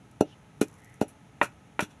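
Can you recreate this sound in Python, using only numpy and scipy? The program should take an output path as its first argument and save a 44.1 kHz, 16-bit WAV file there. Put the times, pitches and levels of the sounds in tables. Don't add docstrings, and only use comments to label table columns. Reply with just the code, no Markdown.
import sys
import numpy as np
from scipy import signal
from scipy.fft import rfft, irfft
from scipy.io import wavfile

SR = 44100
rng = np.random.default_rng(int(sys.argv[2]) if len(sys.argv) > 2 else 0)


def master(y):
    cut = np.clip(np.atleast_2d(y).T, -1, 1)
    pcm = np.round(cut * 32767)
    wavfile.write(sys.argv[1], SR, pcm.astype(np.int16))


N = 88200
T = np.arange(N) / SR

# (time [s], level [dB], low edge [Hz], top edge [Hz], share on the wall [0-1], ring [dB],
#  pitch of the hollow [Hz], hollow [dB])
CONTACTS = [(0.2093, -3.5, 168, 630, 0.35, -3, 306, -6), (0.6137, -4.5, 220, 448, 0.24, -2, 268.5, -3),
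            (1.0147, -10.5, 111, 723, 0.34, 0, 254, 1), (1.4145, -13.5, 255, 2500, 0.91, -1.5, 304, -3.5),
            (1.4324, -27.5, 110, 1410, 0.27, 3, 158, 0), (1.4554, -35.5, 700, 1540, 0.36, 2.5, 580, -29),
            (1.7927, -18, 213, 2540, 0.6, 2.5, 288, -6.5), (1.8057, -29.5, 167, 1480, 0.59, 5, 212, -12),
            (1.8239, -19, 103, 390, 0.36, 1, 167, -2)]
# (frequency [Hz], struck on the bottom [dB], struck on the wall [dB], t60 [s])
MORTAR_MODES = [(300.4, -7, 0, 0.12), (425.4, -3, -29, 0.083), (468, -7.5, -21, 0.23),
                (581, -10.5, 11.5, .1), (792, -2, -14, 0.11), (832, -2.5, -11.5, 0.064),
                (920, -12, -8.5, 0.2), (1420, 16, -2, 0.058), (1330, 9.5, -4.5, 0.082),
                (1433, -0.5, 1, 0.033), (1486, -2, -1, 0.1), (1922, -5, 3, 0.055), (2390, -1, 0.5, 0.081),
                (2700, -14, -4.5, 0.042)]
# (frequency [Hz], struck on the bottom [dB], struck on the wall [dB], t60 [s])
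SUPPORT_AND_PESTLE_MODES = [(106, -1.5, 4.5, 0.172), (813, -4, -2, 0.021), (943, -15, 7.5, 0.034),
                            (1883, -26, 6.5, 0.026), (2580, -2, 4, 0.042), (3620, -6, 7, 0.023)]
BLOW_DB, DIRECT_DB, WALL_DIRECT_DB = 35, -2, -7.5
HOLLOW_T60_S = 0.036
WOOD_TOP_HZ = 4310

# (time [s], level [dB], rise [s], fall by 60 dB [s], crunch [dB], low edge of the juice [Hz],
#  squeak [Hz], squeak [dB], ring of the high modes [dB])
PASTE_SQUASHES = [(0.2064, -31, 0.0049, 0.0134, -5.5, 2160, 1347, 13.5, 5.5),
                  (0.6105, -27.5, 0.0038, 0.0713, -1.5, 4500, 2446, 3, -15),
                  (1.01, -38, 0.0036, 0.0748, 0.5, 2000, 1450, -6, -9),
                  (1.078, -48.5, 0.0083, 0.1, -12, 8600, 10300, 13.5, -4),
                  (1.4133, -46, 0.0011, 0.1565, 15, 1980, 1890, 3.5, -9),
                  (1.4250, -38, 0.0071, 0.0836, -16, 4480, 2600, 8, -11),
                  (1.4410, -45.5, 0.0027, 0.06, -3, 4000, 1450, -7, -15),
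                  (1.7920, -39.5, .001, 0.0522, 6, 2000, 2500, 4, 0),
                  (1.8033, -33, 0.0057, 0.0463, 1.5, 2440, 1325, 10, -7),
                  (1.818, -41, .012, 0.0852, -1.5, 2930, 3420, 9, -2),
                  (1.894, -63.5, .015, .15, 0, 2950, 3450, 13, -1)]
# (frequency [Hz], level [dB], t60 [s])
HIGH_MORTAR_MODES = [(2600, 6, .08), (2835, 10, .1), (4150, 3, .06), (5749, 3, .07), (6050, 3, .07),
                     (7030, 1, .06), (7280, 3, .06), (10200, 0, .03)]
# (frequency [Hz], relative level [dB per Hz])
JUICE_SPECTRUM = [(1500, 0), (2800, -9), (3400, -1), (4100, -2), (4800, -9.5), (5900, 1), (6600, -4),
                  (7250, -2), (8500, -7.5), (10300, -2.5), (11800, -8), (14000, -34.5)]
# (frequency [Hz], relative level [dB per Hz])
CRUNCH_SPECTRUM = [(300, -9.5), (700, -3.5), (1100, -4.5), (1450, 3), (1900, -2.5), (2150, -6), (2500, 0.5),
                   (3200, -10.5), (5000, -37.5)]
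# (time [s], level before the low cut [dB])
STICKY_TICKS = [(0.112, -52), (0.683, -47), (0.714, -57), (0.729, -52), (0.74, -51), (0.749, -60),
                (0.762, -59), (0.789, -81), (0.837, -59), (0.845, -49), (0.941, -49)]
GRAINS_PER_S, GRAIN_SPREAD_DB = 9000, 3.0
SQUASH_DB, SQUEAK_T60_S = -0.5, 0.03
TICK_RISE_S, TICK_T60_S, TICK_LOW_HZ = 0.0006, 0.015, 6450
CRACKLE_START_S, CRACKLE_LENGTH_S, CRACKLE_PER_S, CRACKLE_DB = 0.55, 0.48, 270, -66

# (time [s], length [s], centre [Hz], width of each filter pass [Hz], level [dB])
FAINT_RUSTLES = [(0.308, 0.043, 2930, 210, -60), (0.23, .15, 3140, 1200, -66.5),
                 (0.255, .09, 5500, 1600, -72), (0.747, 0.27, 1940, 400, -62),
                 (0.655, 0.15, 1030, 400, -64), (2.5, 0.014, 690, 250, -47)]

# (delay [s], level [dB])
NEAR_ECHOES = [(.0048, -11.5), (.0095, -17.5), (0.0141, -12)]
# (low edge [Hz], high edge [Hz], level before the band filter [dB], t60 [s])
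TAIL_BANDS = [(58.6, 480, -18.5, 0.15), (324, 770, -11, 0.072), (1240, 4300, -17.5, 0.078),
              (4000, 14000, -14, 0.048)]
ECHO_CUT_HZ = 890
TAIL_BUILD_S, FAR_DB, FAR_T60_S = .006, -35, 0.36

# (frequency [Hz], relative level [dB per Hz])
AIR_SPECTRUM = [(25, -32), (40, -23), (60, -7.5), (90, -6.5), (130, -1.5), (200, -8), (300, -12),
                (400, -22.5), (600, -19), (900, -20.5), (1100, -26), (1600, -25.5), (2200, -26.5),
                (3300, -32), (4000, -35.5), (4700, -42.5), (6400, -34), (8100, -43.5), (10000, -37),
                (12000, -45)]
# (frequency [Hz], level [dB])
FAR_DRONE = [(425, -71), (852, -71), (1285, -72.5)]
AIR_DB, AIR_TOP_HZ = -54.5, 11900
DRONE_WIDTH_HZ = 19

RUMBLE_CUT_HZ, CUTOFF_HZ = 43.6, 14000


def knocks():
    out = np.zeros(N)
    for time, db, low_hz, top_hz, wall, ring_db, hollow_hz, hollow_db in CONTACTS:
        click = -from_db(BLOW_DB + db) * np.maximum(1 - np.abs(T - time) * SR, 0)
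        pulse = cut(click, low_hz, "high")
        pulse = cut(pulse, top_hz, "low", order=5)
        out += from_db(DIRECT_DB + WALL_DIRECT_DB * wall) * pulse
        out += from_db(hollow_db) * ring(pulse, hollow_hz, HOLLOW_T60_S)
        out += struck_modes(pulse, MORTAR_MODES, wall, ring_db)
        out += struck_modes(pulse, SUPPORT_AND_PESTLE_MODES, wall, 0)
    return cut(out, WOOD_TOP_HZ, "low", order=4)


def struck_modes(pulse, modes, wall, ring_db):
    out = np.zeros(N)
    for k, (hz, bottom_db, wall_db, t60) in enumerate(modes):
        strength_db = ring_db + np.interp(wall, [0, 1], [bottom_db, wall_db])
        sign = (-1) ** (k // 3)
        out += sign * from_db(strength_db) * ring(pulse, hz, t60)
    return out


def paste():
    juice = grains(JUICE_SPECTRUM, GRAINS_PER_S)
    crunch = grains(CRUNCH_SPECTRUM, GRAINS_PER_S)
    released = sticky_ticks(juice) + wet_crackle()
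    return from_db(SQUASH_DB) * squashes(juice, crunch) + cut(released, TICK_LOW_HZ, "high")


def squashes(juice, crunch):
    out = np.zeros(N)
    for time, db, rise, t60, crunch_db, low_hz, squeak_hz, squeak_db, ring_db in PASTE_SQUASHES:
        wet = cut(juice, low_hz, "high") + from_db(crunch_db) * crunch
        burst = from_db(db) * swell(time, rise, t60) * wet
        out += burst
        out += from_db(squeak_db) * ring(burst, squeak_hz, SQUEAK_T60_S)
        for hz, mode_db, mode_t60 in HIGH_MORTAR_MODES:
            out += from_db(ring_db + mode_db) * ring(burst, hz, mode_t60)
    return out


def sticky_ticks(juice):
    return juice * sum(from_db(db) * swell(time, TICK_RISE_S, TICK_T60_S) for time, db in STICKY_TICKS)


def wet_crackle():
    envelope = arch(CRACKLE_START_S, CRACKLE_LENGTH_S)
    return from_db(CRACKLE_DB) * envelope * grains(JUICE_SPECTRUM, CRACKLE_PER_S)


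def rustles():
    out = np.zeros(N)
    for start, length, hz, width_hz, db in FAINT_RUSTLES:
        band = resonate(rng.standard_normal(N), hz, width_hz)
        band = resonate(band, hz, width_hz)
        out += from_db(db) * rms_one(band) * arch(start, length)
    return out


def yard(x):
    dull = cut(x, ECHO_CUT_HZ, "low", order=1)
    echoes = sum(from_db(db) * np.interp(T - delay, T, dull, left=0) for delay, db in NEAR_ECHOES)
    tail = np.zeros(N)
    for low_hz, high_hz, db, t60 in TAIL_BANDS:
        noise = rms_one(rng.standard_normal(N) * swell(TAIL_BUILD_S / 2, TAIL_BUILD_S, t60))
        tail += from_db(db) * cut(noise, [low_hz, high_hz], "band")
    far = rng.standard_normal(N) * swell(TAIL_BUILD_S, TAIL_BUILD_S, FAR_T60_S)
    tail += from_db(FAR_DB) * rms_one(far)
    return echoes + signal.fftconvolve(x, tail / np.sqrt(N))[:N]


def background():
    drone = np.zeros(N)
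    for hz, db in FAR_DRONE:
        drone += from_db(db) * rms_one(resonate(rng.standard_normal(N), hz, DRONE_WIDTH_HZ))
    air = coloured(rng.standard_normal(N), AIR_SPECTRUM)
    return drone + from_db(AIR_DB) * cut(air, AIR_TOP_HZ, "low", order=8)


def from_db(db):
    return 10 ** (np.asarray(db) / 20)


def rms_one(x):
    return x / np.sqrt(np.mean(x ** 2) + 1e-20)


def cut(x, hz, kind, order=2):
    edges = np.clip(hz, 10, .45 * SR)
    sos = signal.butter(order, edges, kind, fs=SR, output="sos")
    return signal.sosfilt(sos, x + 1e-18)


def coloured(x, spectrum):
    hz, db = np.transpose(spectrum)
    bins = np.maximum(np.arange(N // 2 + 1) * SR / N, 1)
    gain = from_db(np.interp(np.log(bins), np.log(hz), db))
    return rms_one(irfft(rfft(x) * gain, N))


def grains(spectrum, per_s):
    sizes = from_db(GRAIN_SPREAD_DB * np.minimum(rng.exponential(1, N), 4))
    signs = rng.choice([-1, 1], N)
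    present = rng.random(N) < per_s / SR
    return coloured(sizes * signs * present, spectrum)


def resonate(x, hz, width_hz):
    r = np.exp(-np.pi * width_hz / SR)
    zeros = np.array([1, 0, -1]) * (1 - r * r) / 2
    poles = [1, -2 * r * np.cos(2 * np.pi * hz / SR), r * r]
    return signal.lfilter(zeros, poles, x + 1e-18)


def ring(x, hz, t60):
    return resonate(x, hz, np.log(1000) / (np.pi * t60))


def swell(start, rise, t60):
    fall = np.exp(-np.log(1000) * np.maximum(T - start - rise, 0) / t60)
    return np.clip((T - start) / rise, 0, 1) * fall


def arch(start, length):
    return np.sin(np.pi * np.clip((T - start) / length, 0, 1))


def scene():
    mortar = knocks() + paste()
    return (mortar + yard(mortar) + rustles() + background())[None]


def record(dry):
    thin = cut(dry, RUMBLE_CUT_HZ, "high")
    top_cut = signal.ellip(10, .1, 70, CUTOFF_HZ, fs=SR, output="sos")
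    return signal.sosfilt(top_cut, thin)


dry = scene()
out = record(dry)
master(out)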